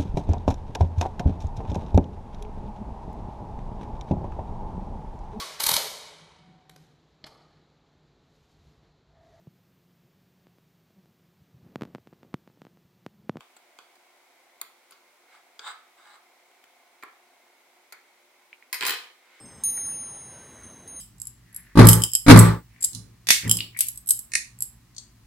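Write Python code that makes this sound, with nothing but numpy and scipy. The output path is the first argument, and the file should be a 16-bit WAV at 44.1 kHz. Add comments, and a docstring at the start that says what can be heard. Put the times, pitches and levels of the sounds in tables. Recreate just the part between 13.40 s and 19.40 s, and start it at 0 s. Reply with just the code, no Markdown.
"""Steel tweezers tick on tiny watch parts: each touch drives resonances of holder, tips and the part hit.
Near the end they are put down: a knock, then a short ringing clatter of blows with one rebound each.
The plastic holder bumps, rubs and squeaks on a bench mat (filtered noise friction), a steady soft noise swells
as fingers shift their grip, two dull pops sound close by. A small quiet room echoes; behind lie air, wavering
hum, hiss and a motor purring in spells."""
import sys
import numpy as np
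from scipy import signal
from scipy.fft import rfft, irfft, next_fast_len
from scipy.io import wavfile
from scipy.ndimage import uniform_filter1d

SR = 44100
rng = np.random.default_rng(int(sys.argv[2]) if len(sys.argv) > 2 else 0)


def persist_wave(psi):
    """Save psi, clipped to +-1, as 16-bit WAV."""
    counts = np.round(np.clip(psi, -1, 1) * 32767).astype(np.int16)
    wavfile.write(sys.argv[1], SR, np.atleast_2d(counts).T)


N = 264637
TIME_S = np.arange(N) / SR

# tips on the movement: t/s, holder drive/dB, steel drive/dB, part f/Hz, part drive/dB, chatter decay/s
TICKS = [(0.007, -9.5, -31, 1500, -37, 0.0016), (0.166, -17, -29, 7560, -10.5, 0.0049),
         (0.388, -6.5, -24, 1130, -31, 0.0018), (0.555, -25, -29, 4500, -34, 0.0046),
         (1.2139, -5.5, 4.5, 7010, 8.5, 0.0024), (1.5087, -17.5, -20, 9900, -15.5, 0.0055),
         (1.521, -14, -25, 4760, -17.5, 0.011), (2.193, -3.5, -30, 3460, 3, 0.0039),
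         (3.114, -33, -35, 2160, -26, 0.0014), (3.2403, -18, -27, 1700, -20, 0.0018),
         (3.6254, -14, -24, 4140, -19, 0.01), (3.635, -13, -14.5, 7540, -10.5, 0.0021),
         (4.5238, -10, -7.5, 4500, -14, 0.0054)]
# holder and steel tip resonances: f/Hz, width/Hz, level/dB
HOLDER_MODES = [(444, 132, -4), (755, 550, -10), (1250, 430, -1.5), (1650, 185, -4), (2380, 240, -6),
                (3450, 330, -4.5), (4580, 163, -5), (7800, 1260, -15.5)]
STEEL_MODES = [(4500, 360, -8), (7180, 350, -0.5), (8200, 430, -7), (9600, 180, 1), (11300, 590, -12.5),
               (12650, 190, 5), (13600, 1500, -6), (14800, 600, -2)]
# give of the bench top: f/Hz, width/Hz, level/dB
THUMP_MODES = [(38, 21, -19), (189, 220, -24.5)]

# tweezers landing: t/s, bench drive/dB, steel drive/dB, dull knock drive/dB, delay to rebound/s
CLATTER = [(5.328, 2.5, 4.5, 5.5, .0135), (5.3308, -20, -7, 13.5, .012), (5.4082, 6, -9, 8.5, 0.0073),
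           (5.425, 6.5, -16, 10, .008), (5.433, 4.5, -11, 11, .010), (5.451, 8, 0.5, 7.5, .009),
           (5.4655, 6.5, 8, -10, .0075), (5.482, 8.5, -1.5, 2, .006), (5.494, 7, 2.5, -10, .012),
           (5.506, 5, -6, -11, .014), (5.535, 1.5, -20, -6, .008)]
# bench, tweezer and dull knock resonances: f/Hz, width/Hz, level/dB
BENCH_MODES = [(330, 140, -15), (492, 57, -6.5), (713, 220, -11), (1010, 310, -3.5), (1290, 420, -4.5),
               (1770, 240, 1), (2500, 330, -1), (3070, 330, 1), (4030, 1200, -4), (4720, 350, -1),
               (5580, 230, -12.5), (7210, 650, -6.5), (7490, 860, -5.5), (10250, 760, -18),
               (13800, 4000, -20)]
TWEEZER_MODES = [(5260, 190, 0.5), (6780, 650, -3), (8100, 820, -7), (9680, 320, 2), (11100, 1300, -6.5),
                 (14100, 640, -9)]
KNOCK_MODES = [(984, 54, -6), (2086, 150, 0.5), (2440, 110, -1.5)]
# long rings of steel bench ware and blades: f/Hz; level/dB
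RING_HZ = [1235, 1919, 2207, 2387, 2549, 2660, 3244, 4012, 4216, 4899, 9219, 9296]
RING_DB = [4.5, 7, 4, 0, -1, -5, -7, 8.5, 3.5, 3, 8.5, 10.5]
# highest blade rings: f/Hz; width/Hz, level/dB
BLADE_HZ = [12137, 12400, 12598, 15150]
BLADE_WIDTH_LEVEL = [(40, 3), (80, 5), (32, 5), (44, 11)]
BLOW_CHATTER_S, REBOUND_CHATTER_S, REBOUND_LOSS_DB = 0.0026, 0.0062, 4.5

# holder rocking and settling: t/s, shell level/dB, low body level/dB, chatter decay/s
BUMPS = [(1.2145, -5.5, -10, 0.0036), (3.6254, -2.5, -16, 0.0051), (3.6334, -4.5, -2.5, 0.0018),
         (4.522, -3.5, -15.5, 0.014)]
# hollow shell and low body resonances: f/Hz, width/Hz, level/dB
SHELL_MODES = [(1310, 170, -7), (1740, 170, -0.5), (2140, 220, 3), (2394, 280, -1)]
BODY_MODES = [(430, 160, -3.5), (740, 230, -3), (1110, 250, -1)]

# pushes over the mat: start t/s, hardest push t/s, stop t/s, friction drive/dB, swell to the push/dB,
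# squeak drive/dB, mid-push squeak f/Hz
DRAGS = [(1.903, 1.945, 1.98, -42, 15, -54, 3650), (2.205, 2.269, 2.318, -24.5, 19.5, -22, 3670),
         (2.579, 2.747, 2.76, -40.5, 5.5, -46, 3830)]
DRAG_EDGE_DB_PER_S, DRAG_EASE_DB_PER_S = 1300, 95
SQUEAK_SWING, SQUEAK_FADE_DB_PER_S, SQUEAK_CREEP_HZ = 1.32, 200, 320
# resonances under rubbing: f/Hz, width/Hz, level/dB
RUB_MODES = [(420, 200, -29), (810, 164, -4), (1250, 195, 0.5), (1705, 150, -1.5), (2146, 103, -3.5),
             (3260, 840, -15), (4760, 280, -11), (7930, 710, -12.5), (9600, 530, -41), (15300, 800, -23)]
# fingers shifting grip: middle t/s, length/s, noise drive/dB
GRIPS = [(1.93, 0.075, -67), (5.973, 0.22, -65.5)]
SOFT_NOISE_DB = -70.5  # constant drive under the grip swells
# resonances of the soft noise: f/Hz, width/Hz, level/dB
SOFT_NOISE_MODES = [(1370, 570, 8), (2165, 290, 18), (3670, 1420, 6), (8060, 3400, -4), (13500, 3300, -16)]

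# dull pops close by: t/s, drive/dB, f/Hz
POPS = [(5.1295, -2.5, 2280), (5.225, -12, 1990)]

# motor body: f/Hz, width/Hz, level/dB
MOTOR_MODES = [(708.6, 58, -45.5), (940, 320, -61.5)]
# purring spells: start t/s, stop t/s
PURR_SPELLS = [(0, 1.35), (1.8, 4.45)]
PURR_HZ, PURR_UNEVEN_DB = 30, 1.2  # turns per second; spread of tick strength
PURR_DB, PURR_IDLE_DB, PURR_FADE_S = 0.5, -10.5, 0.079  # drive in and between spells; fade
# wavering hum: f/Hz; rms level/dB
HUM_HZ = [238, 357, 516, 594, 1040]
HUM_DB = [-90.5, -77.5, -80.5, -81, -82]
# hiss band: f/Hz, width/Hz, level/dB
HISS_MODES = [(2256, 110, -53)]
# room air spectrum: f/Hz, relative density/dB
AIR_SPECTRUM = [(25, -59), (50, -36), (90, -22.5), (180, -22.5), (260, -7.5), (400, -5), (560, -5),
                (900, 0), (1400, -7.5), (2300, -11), (3200, -11), (6000, -13), (10000, -15), (15500, -17.5)]
AIR_RMS_DB = -63.5

# echo drive of each source: name -> level/dB
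ROOM_DB = {"holder": -1, "bumps": -0.5, "tips": -7, "parts": -10.5, "slide": -1.5, "clatter": 0.5}
# echo: f/Hz, level/dB; f/Hz, t60/s
ECHO_SPECTRUM = [(100, -22), (400, -2.5), (1200, 0.5), (2300, -1), (4500, -0.5), (8000, -7), (15000, -8.5)]
ECHO_T60 = [(150, 0.5), (500, 0.44), (2000, 0.44), (5000, 0.41), (9000, 0.37), (15000, 0.32)]
# diffuse sound: f/Hz, left-right correlation [1]
LIKENESS = [(60, .98), (290, 0.92), (640, 0.72), (1410, 0.44), (3100, 0.0026), (7000, 0)]
# near sound: f/Hz, power share differing between the microphones [1]
WIDTH = [(200, 0.006), (700, 0.013), (1400, 0.037), (2800, 0.22), (5500, 0.48), (10000, 0.57), (14000, 0.7)]
# lean of the bench sounds: f/Hz, left minus right/dB
LEAN = [(400, -0.5), (1300, -1.5), (2400, -1.5), (4400, 0.5), (8000, 0.5), (15000, 1.5)]
CUTOFF_HZ = 15900


def from_db(db):
    """Decibels to amplitude gain."""
    return 10 ** (np.asarray(db) / 20)


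def rms_one(x):
    """Scale to unit rms."""
    return x / np.sqrt(np.mean(x ** 2) + 1e-20)


def at_hz(points, hz):
    """Interpolate a table over log frequency."""
    known, values = np.transpose(points)
    return np.interp(np.log(hz + 1e-9), np.log(known), values)


def colour(x, gain_at):
    """Weight a signal by a function of frequency."""
    size = next_fast_len(x.shape[-1], True)
    spectrum = rfft(x, size) * gain_at(np.fft.rfftfreq(size, 1 / SR))
    return irfft(spectrum, size)[..., :x.shape[-1]]


def resonate(drive, modes):
    """Parallel two-pole resonances of alternating sign; level is the peak gain."""
    out = 0
    for k, (hz, width_hz, db) in enumerate(modes):
        r = np.exp(-np.pi * width_hz / SR)
        top = (-1) ** k * from_db(db) * (1 - r * r) / 2
        poles = [1, -2 * r * np.cos(2 * np.pi * hz / SR), r * r]
        out = out + signal.lfilter([top, 0, -top], poles, drive + 1e-18)
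    return out


def gliding(force, turn, width_hz):
    """Resonance centred on a turning phase: shift down, low-pass, shift back."""
    lowpass = signal.butter(2, width_hz / 2, fs=SR, output="sos")
    return 2 * np.real(turn * signal.sosfilt(lowpass, force / turn))


def contact(chatter_s, snap, size=4096):
    """Mid and side force of one touch: snap (mid only) plus decaying micro-bounces; unit energy each."""
    force = rng.standard_normal((2, size)) * np.exp(-np.arange(size) / SR / chatter_s)
    force /= np.linalg.norm(force, axis=1, keepdims=True)
    force[0, 0] += snap
    return force / np.linalg.norm(force, axis=1, keepdims=True)


def friction(level, rough_db, grain_s):
    """Mid and side force of rubbing: dense slips of uneven strength under an envelope."""
    slips = rms_one(uniform_filter1d(rng.standard_normal(N), max(int(grain_s * SR), 1)))
    return level * rms_one(rng.standard_normal((2, N)) * from_db(rough_db * slips))


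def add(track, s, sound):
    """Mix a sound into a track at a time."""
    start = max(round(s * SR), 0)
    track[:, start:start + sound.shape[1]] += sound[:, :N - start]


def to_stereo(mid_side):
    """Long waves reach both microphones alike, short ones do not."""
    mid = colour(mid_side[0], lambda hz: np.sqrt(1 - at_hz(WIDTH, hz)))
    side = colour(mid_side[1], lambda hz: np.sqrt(at_hz(WIDTH, hz)))
    return np.array([mid + side, mid - side])


def diffuse(size):
    """Stereo noise arriving from all around."""
    mid, side = rng.standard_normal((2, size))
    mid = colour(mid, lambda hz: np.sqrt((1 + at_hz(LIKENESS, hz)) / 2))
    side = colour(side, lambda hz: np.sqrt((1 - at_hz(LIKENESS, hz)) / 2))
    return np.array([mid + side, mid - side])


def ticks(part_width_hz=380, thump_db=2):
    """Each touch shakes the holder, the steel tips and the one small part that is hit."""
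    holder, tips, parts = np.zeros((3, 2, N))
    for s, holder_db, steel_db, part_hz, part_db, chatter_s in TICKS:
        force = contact(chatter_s, snap=0.54)
        add(holder, s, from_db(holder_db) * force)
        add(tips, s, from_db(steel_db) * force)
        add(parts, s, resonate(force, [(part_hz, part_width_hz, part_db)]))
    thump = from_db(thump_db) * resonate(holder, THUMP_MODES)
    return resonate(holder, HOLDER_MODES) + thump, resonate(tips, STEEL_MODES), parts


def clatter(ring_width_hz=14, blade_lean_db=0.5, blade_spread=0.37):
    """Tweezers bounce on the bench, each blow rebounding weaker and looser; blades ring on across blows."""
    bench, steel, knock = np.zeros((3, 2, N))
    for s, bench_db, steel_db, knock_db, rebound_s in CLATTER:
        blow = s, 0, BLOW_CHATTER_S
        rebound = s + rebound_s, REBOUND_LOSS_DB, REBOUND_CHATTER_S
        for at_s, loss_db, chatter_s in (blow, rebound):
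            force = contact(chatter_s, snap=0.38)
            add(bench, at_s, from_db(bench_db - loss_db) * force)
            add(steel, at_s, from_db(steel_db - loss_db) * force)
            add(knock, at_s, from_db(knock_db - loss_db) * contact(chatter_s, snap=0.84))
    rings = [(hz, ring_width_hz, db) for hz, db in zip(RING_HZ, RING_DB)]
    bodies = resonate(bench, BENCH_MODES + THUMP_MODES)
    bodies = bodies + resonate(steel, TWEEZER_MODES + rings) + resonate(knock, KNOCK_MODES)
    blade_modes = [(hz, width_hz, db) for hz, (width_hz, db) in zip(BLADE_HZ, BLADE_WIDTH_LEVEL)]
    blade_drive = steel[0] + blade_spread * np.array([steel[1], -steel[1]])
    blades = resonate(blade_drive, blade_modes)
    return to_stereo(bodies) + blades * from_db([[blade_lean_db], [-blade_lean_db]])


def bumps(edge_hz=2700):
    """Soft, rattling contacts of plastic on the mat: hollow, low-passed."""
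    out = np.zeros((2, N))
    for s, shell_db, body_db, chatter_s in BUMPS:
        force = contact(chatter_s, snap=0.3)
        shell = from_db(shell_db) * resonate(force, SHELL_MODES)
        add(out, s, shell + from_db(body_db) * resonate(force, BODY_MODES))
    return signal.sosfilt(signal.butter(6, edge_hz, fs=SR, output="sos"), out)


def push_db(start, hardest, stop, swell_db):
    """Drag level re its peak: swells to the hardest push, eases off; steep edges at start and stop."""
    swell = np.interp(TIME_S, [start, hardest], [swell_db, 0])
    ease = DRAG_EASE_DB_PER_S * np.maximum(TIME_S - hardest, 0)
    outside_s = np.maximum(start - TIME_S, 0) + np.maximum(TIME_S - stop, 0)
    return -np.minimum(swell + ease + DRAG_EDGE_DB_PER_S * outside_s, 150)


def drag():
    """Holder rubbing over the mat: uneven slips excite its resonances."""
    level = 0
    for start, hardest, stop, db, swell_db, _, _ in DRAGS:
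        level = level + from_db(db + push_db(start, hardest, stop, swell_db))
    return resonate(friction(level, rough_db=4.0, grain_s=0.00078), RUB_MODES)


def squeak(width_hz=400, octave_db=-15, octave_width_hz=450):
    """Rim squeak: narrow friction resonance creeping up in pitch; its octave lacks the extra fade."""
    level, octave_level, pitch = 0, 0, []
    for start, hardest, stop, _, swell_db, db, hz in DRAGS:
        push = push_db(start, hardest, stop, swell_db)
        fade_db = SQUEAK_FADE_DB_PER_S * np.maximum(TIME_S - hardest, 0)
        level = level + from_db(db + SQUEAK_SWING * push - fade_db)
        octave_level = octave_level + from_db(db + octave_db + push)
        pitch += [(start, hz - SQUEAK_CREEP_HZ / 2), (stop, hz + SQUEAK_CREEP_HZ / 2)]
    pitch_hz = np.interp(TIME_S, *np.transpose(pitch))
    turn = np.exp(2j * np.pi * np.cumsum(pitch_hz) / SR)
    tone = gliding(friction(level, rough_db=2.5, grain_s=0.00096), turn, width_hz)
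    octave_force = friction(octave_level, rough_db=2.0, grain_s=0.00084)
    return tone + gliding(octave_force, turn ** 2, octave_width_hz)


def soft_noise():
    """Steady soft noise near 2 kHz, swelling twice as fingers shift their grip."""
    level = from_db(SOFT_NOISE_DB)
    for s, length_s, db in GRIPS:
        level = level + from_db(db) * np.exp(-(2 * (TIME_S - s) / length_s) ** 2)
    return resonate(level * rng.standard_normal((2, N)), SOFT_NOISE_MODES)


def pops(width_hz=1100):
    """Soft, rounded pops of a few cycles: one wide resonance passed three times."""
    out = np.zeros((2, N))
    for s, db, hz in POPS:
        pop = contact(0.014, snap=2.2)
        for _ in range(3):
            pop = resonate(pop, [(hz, width_hz, 0)])
        add(out, s, from_db(db) * pop)
    return out


def room(x, size=27000):
    """Echo tail: diffuse noise in 12 bands, each with its own level and exponential decay."""
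    t, noise, tail = np.arange(size) / SR, diffuse(size), 0
    edges_hz = np.geomspace(60, 18000, 13)
    for low, high in zip(edges_hz, edges_hz[1:]):
        centre = np.sqrt(low * high)
        decay = from_db(-60 * t / at_hz(ECHO_T60, centre))
        band = colour(noise, lambda hz: (hz >= low) & (hz < high))
        tail = tail + from_db(at_hz(ECHO_SPECTRUM, centre)) * band * decay / np.linalg.norm(decay)
    return signal.fftconvolve(x, tail, axes=1)[:, :N]


def purr_level():
    """Motor drive: rises from idle for each spell and sinks back."""
    running = sum(1.0 * ((TIME_S >= start) & (TIME_S < stop)) for start, stop in PURR_SPELLS)
    running = uniform_filter1d(running, max(int(PURR_FADE_S * SR), 1))
    return from_db(PURR_IDLE_DB + (PURR_DB - PURR_IDLE_DB) * running)


def motor(tick_share=0.68):
    """One soft tick a turn plus whirring noise, through the motor body; tick_share is of drive power."""
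    turns = np.diff(np.floor(PURR_HZ * TIME_S), prepend=0)
    strength = from_db(rng.normal(0, PURR_UNEVEN_DB, N)) * rng.choice([-1, 1], N)
    knocks = rms_one(turns * strength)
    drive = np.sqrt(tick_share) * knocks + np.sqrt(1 - tick_share) * diffuse(N)
    return resonate(purr_level() * drive, MOTOR_MODES)


def hum(width_hz=7):
    """Wavering hum: noise through narrow resonances, alike in both channels."""
    out = 0
    for hz, db in zip(HUM_HZ, HUM_DB):
        out = out + from_db(db) * rms_one(resonate(rng.standard_normal(N), [(hz, width_hz, 0)]))
    return out


def air():
    """Room air: diffuse noise shaped in frequency."""
    return from_db(AIR_RMS_DB) * rms_one(colour(diffuse(N), lambda hz: from_db(at_hz(AIR_SPECTRUM, hz))))


def hiss():
    """Background hiss: diffuse noise through a band resonance."""
    return resonate(diffuse(N), HISS_MODES)


def scene():
    """Bench sounds with their echo, pops without, over the background."""
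    holder, tips, parts = ticks()
    sources = {
        "holder": to_stereo(holder), "tips": to_stereo(tips + squeak()), "parts": to_stereo(parts),
        "clatter": clatter(), "bumps": to_stereo(bumps()), "slide": to_stereo(drag() + soft_noise())}
    echo = room(sum(from_db(ROOM_DB[name]) * sound for name, sound in sources.items()))
    heard = sum(sources.values()) + echo + to_stereo(pops())
    leaning = colour(heard, lambda hz: from_db(np.outer([.5, -.5], at_hz(LEAN, hz))))
    return leaning + motor() + hum() + air() + hiss()


def record(dry, low_cut_hz=70):
    """The microphone thins the bass; the top is cut."""
    thin = signal.sosfilt(signal.butter(1, low_cut_hz, "high", fs=SR, output="sos"), dry)
    return signal.sosfilt(signal.ellip(10, .1, 80, CUTOFF_HZ, fs=SR, output="sos"), thin)


dry = scene()
out = record(dry)
persist_wave(out)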